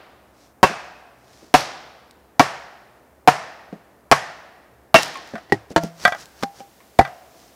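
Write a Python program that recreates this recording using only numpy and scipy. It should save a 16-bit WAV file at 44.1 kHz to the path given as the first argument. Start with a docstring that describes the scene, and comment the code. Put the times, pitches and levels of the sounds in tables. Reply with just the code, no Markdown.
"""A wooden mallet drives a hatchet into a green log on a stump: six blows, and the last one splits it.
Each impact excites damped modes of hatchet and log and tears fibres, which crackle. The halves tumble
to the ground, the mallet is dropped and the hatchet is stuck into the stump. The trunks of a conifer
forest scatter every blow into a long echo. Twigs snap and sleeves rustle over still air and a soft hiss;
the loudest knocks overload the microphone."""
import sys
import numpy as np
from scipy import signal
from scipy.fft import rfft, irfft, next_fast_len
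from scipy.io import wavfile
from scipy.ndimage import uniform_filter1d, minimum_filter1d

SR = 44100
rng = np.random.default_rng(int(sys.argv[2]) if len(sys.argv) > 2 else 0)


def to_wav(sig):
    """Store sig (one row per channel, or 1-D mono) as 16-bit WAV at the path in sys.argv[1].

    Samples outside -1..1 are clipped; the rate is SR.
    """
    pcm = np.clip(np.atleast_2d(sig), -1, 1) * 32767
    pcm = np.round(pcm).astype(np.int16)
    wavfile.write(sys.argv[1], SR, pcm.T)  # frames by channels


N = 332955
TIME = np.arange(N) / SR

# Mallet blows: t/s, ring/dB, thud/dB, crack/dB, loosened halves/dB, lag to the stump/s, tearing/dB
BLOWS = [(0.6301, -2, 3.5, -4, -17.5, .0054, -30.5), (1.5408, 0.5, -10, -2.3, -24, .0068, -21),
         (2.3954, 0.5, -2, -5.5, -12.5, .0073, -28.5), (3.2758, 1.5, -8, -3.3, -14.5, .0068, -31.5),
         (4.1147, 0, -7.5, -1.5, -8, .0074, -26.5), (4.9432, -8.5, -6, -0.5, -1.5, .0058, -19.7)]
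SPLIT_S = BLOWS[-1][0]
# Modes of hatchet and log together, and of the halves as they come free: f/Hz, level/dB, T60/s
LOG_MODES = [(145, -22, .13), (245, -23, .06), (480, -14, .05), (660, -6, .06), (738, 0, .06),
             (905, -11, .05), (1040, -16, .05), (1330, -15, .045), (1640, -15, .05), (2520, -20, .06)]
HALF_MODES = [(652.7, 0.5, .05), (1116, 0, 0.084), (1350, -10.5, .04), (1619, -9.5, 0.12),
              (1830, -7, 0.074), (1960, -26, .05), (2260, -13, 0.067)]
# Noise spectra of a blow and of breaking wood: f/Hz, spectral level/dB
THUD_SPECTRUM = [(40, -14.5), (130, -12), (250, 0.5), (450, -4.5), (900, -3), (3000, -59.5)]
CRACK_SPECTRUM = [(100, -23), (500, 1), (900, 4), (1700, 0), (2700, -6), (3700, -12.5), (5100, -12),
                  (7500, -23), (12000, -31), (16000, -37)]
FIBRE_SPECTRUM = [(300, 2.5), (1200, -4), (3000, 3), (5500, 4.5), (8000, -7.5), (13000, -10.5),
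                  (16000, -28.5)]
SPLINTER_SPECTRUM = [(500, -11), (2000, -1), (5000, 3), (9000, -4.5), (13000, -8.5), (16000, -12.5)]
# Decay times in the wood and among the trunks: f/Hz, T60/s
WOOD_DECAY = [(100, 0.033), (300, 0.049), (1000, .055), (4000, 0.04), (14000, .04)]
FOREST_DECAY = [(100, 0.42), (300, 3.3), (700, 1.86), (1800, 1.9), (3600, 1.8), (5400, 1.4), (8000, 0.67),
                (11000, 0.76), (15000, 0.26)]

# Lesser knocks: t/s, piece, level/dB, relative ring/dB
KNOCKS = [(0.637, "split", -17, 1), (0.697, "earth", -24, 1), (1.425, "earth", -44, -6),
          (3.726, "earth", -28, 4), (4.958, "split", -10.5, 6), (5.155, "twig", -26.5, -3),
          (5.337, "earth", -24, 2), (5.354, "clack", -26, -8), (5.497, "flat", -41, -2),
          (5.5222, "flat", -13.5, 7), (5.706, "earth", -29, 3), (5.7616, "end", -3, -6.5),
          (5.834, "earth", -21, 5), (6.0515, "clack", -1.5, -3), (6.122, "clack", -18, -2.5),
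          (6.433, "mallet", -13, -6.5), (6.604, "mallet", -45, 11.5), (6.803, "twig", -49, -3),
          (6.9903, "stump", 2.5, 1), (7.0497, "clack", -23, -4)]
# Landing of each piece: grit/dB, contact T60 at full strength/s, then for its far end:
# delay/s (negative if it touches first), relative level/dB, relative ring/dB
LANDINGS = {"split": (-9, .048, .028, -11, -16), "flat": (-10, .048, .02, -21, -2),
            "end": (-19, .039, .0154, -13, 4), "clack": (-15, .037, .0255, -8, -22),
            "mallet": (-8, .023, -.007, -9, -5), "stump": (-20, .038, .02, -18, -12),
            "earth": (-32, .039, .018, -20, -6), "twig": (-21, .021, .01, -14, -6)}
# Modes of each piece: f/Hz, level/dB, T60/s
PIECE_MODES = { "split": [(2725, -1, .11), (2930, -12, .07), (1870, -9, .05), (2120, -9, .06)],
               "flat": [(110, -18, 0.22), (137.4, -14.5, 0.11), (194, -9, 0.077), (324.6, -4.5, 0.092),
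               (393.5, 3.5, 0.048), (815, 0, 0.049), (1910, 0, 0.043), (4360, -28, .044)],
               "end": [(166.5, -12, 0.49), (316, -2, 0.066), (496, 2, 0.051), (596, -3, 0.065),
               (675, -5.5, 0.33), (927, -1.5, 0.092), (1093, -12, .07), (1380, -14, 0.22), (1713, -25, .05),
               (2955, -10.5, 0.05), (4300, -15, .05)], "clack": [(715, -11, 0.19), (1080, -10.5, .12),
               (1188, -7, 0.063), (1230, -7.5, 0.11), (1584, -0.5, 0.084), (1954, -6.5, 0.11),
               (2328, -8, 0.065), (3320, -12.5, .08), (3607, -15.5, 0.066), (4480, -13.5, 0.037)],
               "mallet": [(170.5, -15.5, 0.152), (239, -2, 0.0433), (533, -1, 0.042), (797, 1, .2),
               (2360, -7.5, 0.019), (3030, -11, 0.028)], "stump": [(136, -20, 0.16), (242, -3, 0.035),
               (367, -6, .04), (705, 5, 0.034), (781.6, -2.5, .09), (887, -5.5, 0.067), (1580, -31.5, .1),
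               (1993, -25, 0.16)], "earth": [(170, -9.5, 0.11), (212, -5, 0.11), (312, -0.5, 0.017),
               (750, -16.5, .07)], "twig": [(1078, 2, .15), (1800, -15, .06)]}
# Contact noise of each piece, and crushed bark and needles: f/Hz, spectral level/dB
CONTACT_SPECTRA = {"split": [(180, -37.5), (300, -9), (726, -6.5), (2440, -15), (2730, -7.5), (3020, -12.5),
                   (5350, -28), (15000, -47.5)], "flat": [(24, -42), (40, -15.5), (346, 6), (554, -8),
                   (824, 0.5), (1030, -22), (1690, -21.5), (1870, -5.5), (2390, -20.5), (5160, -22),
                   (15000, -52.5)], "end": [(29, -67), (50, -13), (133, -16.5), (674, 1), (816, -10),
                   (1750, -8), (2570, -22.5), (4550, -19.5), (5250, -30), (5910, -23), (15000, -54.5)],
                   "clack": [(59, -58), (100, -44), (176, -6), (383, -34.5), (718, 9), (983, -19),
                   (1190, -2), (1590, -2.5), (2750, -21), (3680, -20), (4090, -40), (15000, -62.5)],
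                   "mallet": [(35, -55.5), (60, -37), (199, 0), (564, -4.5), (1450, -8), (1790, -8.5),
                   (2360, -24.5), (3420, -24.5), (5430, -24), (15000, -52.5)], "stump": [(18, -55),
                   (30, -8), (240, -6), (472, -10), (754, -8), (1060, -13.5), (1730, -14), (1920, -11.5),
                   (2310, -36), (4310, -31.5), (15000, -51)], "earth": [(41, -42), (70, -30), (252, 1.5),
                   (534, -4), (770, -9), (982, -41), (1670, -20.5), (1960, -29.5), (9000, -52.5),
                   (11700, -95), (19800, -120)], "twig": [(240, -55), (400, -29), (1110, -3), (1400, -14.5),
                   (2240, -2), (2510, -11), (12000, -39), (15600, -69), (22000, -120)]}
GRIT_SPECTRUM = [(200, -14), (1200, -4), (3000, 3), (5500, 4), (8000, -7), (13000, -10.5), (16000, -28)]
# Splinters and dry twigs snapping: t/s, level/dB
SNAPS = [(1.607, -23), (2.11, -39), (5.032, -14), (5.836, -25), (6.257, -36), (6.9885, -21)]

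# A blow as the trunks return it, and an old echo: f/Hz, spectral level/dB
ECHO_SPECTRUM = [(50, -19.5), (110, -9), (160, -6), (210, -19.5), (400, -14.5), (560, -4.5), (730, 2),
                 (900, -2), (1700, -6), (2700, -12), (3700, -18), (5300, -15.5), (8000, -23.5),
                 (15000, -32.5)]
OLD_ECHO_SPECTRUM = [(200, -9), (700, 1.5), (1700, -5.5), (2700, -10), (5000, -19), (9000, -46)]
# Resonances of the whole log and of its halves that linger in the echo: f/Hz, half-width/Hz, lift/dB
WHOLE_PEAKS = [(1600, 40, 5), (2560, 60, 7.5)]
HALF_PEAKS = [(1850, 115, 8)]

# Sleeves swishing and boots shifting in the needles: t/s, level/dB, Gaussian half-length/s
RUSTLES = [(0.43, -56.5, .05), (1.39, -54, .11), (5.28, -54.5, .11), (5.715, -47, .01),
           (5.845, -42.5, .025), (6.052, -36, .034), (6.13, -55, .14), (6.213, -44, .022),
           (6.42, -49.5, .033), (6.59, -48, .03), (7.42, -55, .073)]
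# Rustle, forest air and hiss: f/Hz, spectral level/dB
CLOTH_SPECTRUM = [(300, 5), (1200, 1.5), (3000, -3), (5500, 2.5), (8500, -8), (15000, -19)]
AIR_SPECTRUM = [(15, -57.5), (25, -27.5), (44, -13.5), (70, 3.5), (87, -14), (123, -2.5), (153, -14),
                (180, -6), (384, -6), (531, -6.5), (677, -6.5), (962, -12), (1840, -19), (3160, -33),
                (16000, -30.5)]
HISS_SPECTRUM = [(500, -9.5), (2000, 0), (6000, -1), (10000, -5.5), (16000, -4)]


def blows(stump_db=-2, tick_db=1, echo_db=-14.6, peak_growth=.3, size=SR // 3):
    """Impact excitation: mallet strikes hatchet, then the log is rammed onto the stump and rings again."""
    out = np.zeros(N)
    for k, (s, ring_db, thud_db, crack_db, halves_db, lag, _) in enumerate(BLOWS):
        body = amp(ring_db) * ring(LOG_MODES, scatter_db=0.5, detune=0.0082, size=size)
        body += amp(halves_db) * ring(HALF_MODES, scatter_db=6, detune=0.0056, size=size)
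        body += damped(amp(thud_db) * noise(THUD_SPECTRUM, size), WOOD_DECAY)
        tick = noise(FIBRE_SPECTRUM, size) * fade(t60=0.0035, size=size)  # wood first touches steel
        add(out, s, amp(crack_db + tick_db) * tick)
        for delay, db in [(0, 0), (lag, stump_db)]:  # both contacts ring alike, but each cracks anew
            crack = damped(grains(CRACK_SPECTRUM, spread_db=3, size=size), WOOD_DECAY)
            add(out, s + delay, amp(db) * (body + amp(crack_db) * crack))
        loosened = [(hz, width, lift + peak_growth * halves_db) for hz, width, lift in HALF_PEAKS]
        peaks = loosened if k else WHOLE_PEAKS  # only the first blow meets a whole log
        add(out, s, amp(echo_db) * forest_echo(resonant_spectrum(peaks)))
    return out


def tearing(lag_s=.007, direct_db=-1, echo_db=22, echo_growth=2.02, peel_db=-39, size=SR // 2):
    """Fracture: green fibres part just after each blow, and go on peeling as the halves fall apart."""
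    out = np.zeros(N)
    for s, *_, tear_db in BLOWS:
        add(out, s + lag_s, amp(direct_db + tear_db) * crackle(t60=.18, size=size))
        # a long tear opens the log and carries much further
        add(out, s + lag_s, amp(echo_db + echo_growth * tear_db) * forest_echo(FIBRE_SPECTRUM))
    add(out, SPLIT_S + .08, amp(peel_db) * crackle(t60=.5, size=size))
    return out


def crackle(t60, size):
    """Acoustic emission: many fibres part, ever more faintly."""
    return grains(FIBRE_SPECTRUM, spread_db=5.5, size=size) * fade(t60, size)


def knocks(softening_db=25, far_scrape_db=3, echo_db=-30):
    """Double impact: a piece lands on one end, then the other; weaker contacts last longer."""
    out = np.zeros(N)
    for s, piece, db, ring_db in KNOCKS:
        grit_db, hard_t60, far_s, far_db, far_ring_db = LANDINGS[piece]
        near_end = (s, db, ring_db, grit_db)
        far_end = (s + far_s, db + far_db, ring_db + far_ring_db, grit_db + far_scrape_db)
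        for when, level_db, note_db, scrape_db in (near_end, far_end):
            t60 = hard_t60 * 2 ** (-level_db / softening_db)
            add(out, when, amp(level_db) * contact(piece, note_db, scrape_db, t60))
        strongest_hz = max(PIECE_MODES[piece], key=lambda mode: mode[1])[0]
        peak = (strongest_hz, 130, 11)  # f/Hz, half-width/Hz, lift/dB
        echo = forest_echo(resonant_spectrum([peak]), size=SR * 3 // 4)
        add(out, s, amp(db + echo_db) * np.hypot(1, amp(ring_db)) * echo)
    return out


def contact(piece, ring_db, grit_db, t60, attack_s=0.0007, size=SR // 2):
    """Inelastic collision with wood or earth: crushed grit, a dry burst and the ring of the piece."""
    grit = grains(GRIT_SPECTRUM, spread_db=4, size=size) * fade(t60=.026, size=size)
    burst = noise(CONTACT_SPECTRA[piece], size) * fade(t60, size)
    note = ring(PIECE_MODES[piece], scatter_db=.7, detune=.002, size=size)
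    return (amp(grit_db) * grit + burst) * rise(attack_s, size) + amp(ring_db) * note


def snaps(from_s=.08, until_s=.44, splinter_db=-27, count=9, size=SR // 20):
    """Brittle fracture: twigs break, and after the split the last splinters go, ever rarer and weaker."""
    out = np.zeros(N)
    progress = (np.arange(count) + rng.random(count)) / count
    delays = from_s * (until_s / from_s) ** (progress ** 2)
    splinters = [(SPLIT_S + delay, splinter_db - 20 * np.log10(delay / from_s)) for delay in delays]
    for s, db in SNAPS + splinters:
        add(out, s, amp(db) * noise(SPLINTER_SPECTRUM, size) * fade(t60=.009, size=size))
    return out


def forest_echo(spectrum, onset_s=0.0023, near_s=0.021, spreading=0.84, size=SR * 5 // 4):
    """Scattering by countless trunks: echoes weaken with distance, and the middle band lasts longest."""
    echoes = damped(grains(spectrum, spread_db=1, size=size), FOREST_DECAY)
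    return echoes * rise(onset_s, size) / (1 + TIME[:size] / near_s) ** spreading


def resonant_spectrum(peaks):
    """Resonance: the notes of the struck wood raise peaks in the spectrum of its echo."""
    hz = np.geomspace(30, 16000, 600)
    lift = sum(lift_db / (1 + ((hz - peak_hz) / width_hz) ** 2) for peak_hz, width_hz, lift_db in peaks)
    return np.c_[hz, along(ECHO_SPECTRUM, hz) + lift]


def earlier_echo(level_db=-47, t60=1.3):
    """Reverberant decay: the echo of an earlier blow is still dying among the trees."""
    return amp(level_db) * fade(t60, N) * noise(OLD_ECHO_SPECTRUM, N)


def rustle():
    """Friction: cloth and dry needles give short swells of crisp grains."""
    swell = sum(amp(db) * np.exp(-((TIME - s) / half) ** 2 / 2) for s, db, half in RUSTLES)
    return swell * grains(CLOTH_SPECTRUM, spread_db=7, size=N)


def background(air_db=-55, early_db=-75.5, late_db=-57.7, swell_at_s=5.5, swell_s=.55):
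    """Ambient noise: still forest air, and a soft hiss that swells once towards the end, then holds."""
    hiss_db = np.interp(TIME, [swell_at_s, swell_at_s + swell_s], [early_db, late_db])
    return amp(air_db) * noise(AIR_SPECTRUM, N) + amp(hiss_db) * noise(HISS_SPECTRUM, N)


def ring(modes, scatter_db, detune, size, rise_cycles=0.13):
    """Modal superposition: damped sinusoids, their levels and pitches drawn anew for each impact."""
    hz, db, t60 = np.transpose(modes)[:, :, None]
    level, shift = rng.standard_normal((2, len(modes), 1))
    signs = (-1) ** np.arange(len(modes))[:, None]
    waves = signs * np.sin(2 * np.pi * hz * (1 + detune * shift) * TIME[:size]) * fade(t60, size)
    return np.sum(amp(db + scatter_db * level) * waves * rise(rise_cycles / hz, size), axis=0)


def damped(x, decay, count=12):
    """Frequency-dependent damping: each band of x fades with its own T60."""
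    hz = np.fft.rfftfreq(len(x), 1 / SR)
    centres = np.geomspace(80, 15000, count)
    shares = np.array([np.interp(np.log(hz + 1), np.log(centres), row) for row in np.eye(count)])
    bands = irfft(rfft(x) * shares, len(x))
    return np.sum(bands * fade(along(decay, centres)[:, None], len(x)), axis=0)


def grains(spectrum, spread_db, size):
    """Impulsive noise: dense impulses with a log-normal spread of size, coloured, at rms 1."""
    impulses = rng.standard_normal(size) * amp(spread_db * np.clip(rng.standard_normal(size), -3, 3))
    return coloured(impulses, spectrum)


def noise(spectrum, size):
    """Gaussian noise, coloured, at rms 1."""
    return coloured(rng.standard_normal(size), spectrum)


def coloured(x, spectrum):
    """Linear filtering: x weighted by a spectrum, then scaled to rms 1."""
    m = next_fast_len(len(x))
    gain = amp(along(spectrum, np.fft.rfftfreq(m, 1 / SR)))
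    shaped = irfft(rfft(x, m) * gain, m)[:len(x)]
    return shaped / np.sqrt(np.mean(shaped ** 2) + 1e-20)


def fade(t60, size):
    """Exponential decay, by 60 dB in t60 seconds."""
    return np.exp(-np.log(1000) * TIME[:size] / t60)


def rise(seconds, size):
    """Smooth onset along a Gaussian curve."""
    return 1 - np.exp(-(TIME[:size] / seconds) ** 2)


def along(points, hz):
    """Interpolation of (f/Hz, value) points on a logarithmic frequency axis."""
    f, v = np.transpose(points)
    return np.interp(np.log(hz + 1), np.log(f + 1), v)


def amp(db):
    """Amplitude ratio of a level in decibels."""
    return 10 ** (np.asarray(db) / 20)


def add(track, s, sound):
    """Superposition of a sound on the track at time s."""
    start = max(0, round(s * SR))
    part = sound[:max(0, len(track) - start)]
    track[start:start + len(part)] += part


def scene():
    """Superposition of all sources at one microphone."""
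    return (blows() + earlier_echo() + tearing() + snaps() + knocks() + rustle() + background())[None]


def record(dry, low_cut_hz=45, limit=2.06, hardness=8, top_hz=15800, edge_hz=800, window=SR // 400):
    """Overload: after a bass cut a fast limiter catches part of each peak, the rest clips; then a low-pass."""
    lean = signal.sosfilt(signal.butter(2, low_cut_hz, "highpass", fs=SR, output="sos"), dry)
    needed_gain = np.minimum(1, limit / (np.abs(lean) + 1e-9))
    held = lean * uniform_filter1d(minimum_filter1d(needed_gain, window), window)
    clipped = held / (1 + np.abs(held) ** hardness) ** (1 / hardness)
    m = next_fast_len(N + SR // 4)
    passband = np.clip((top_hz - np.fft.rfftfreq(m, 1 / SR)) / edge_hz + .5, 0, 1)
    return irfft(rfft(clipped, m) * passband, m)[..., :N]


dry = scene()
out = record(dry)
to_wav(out)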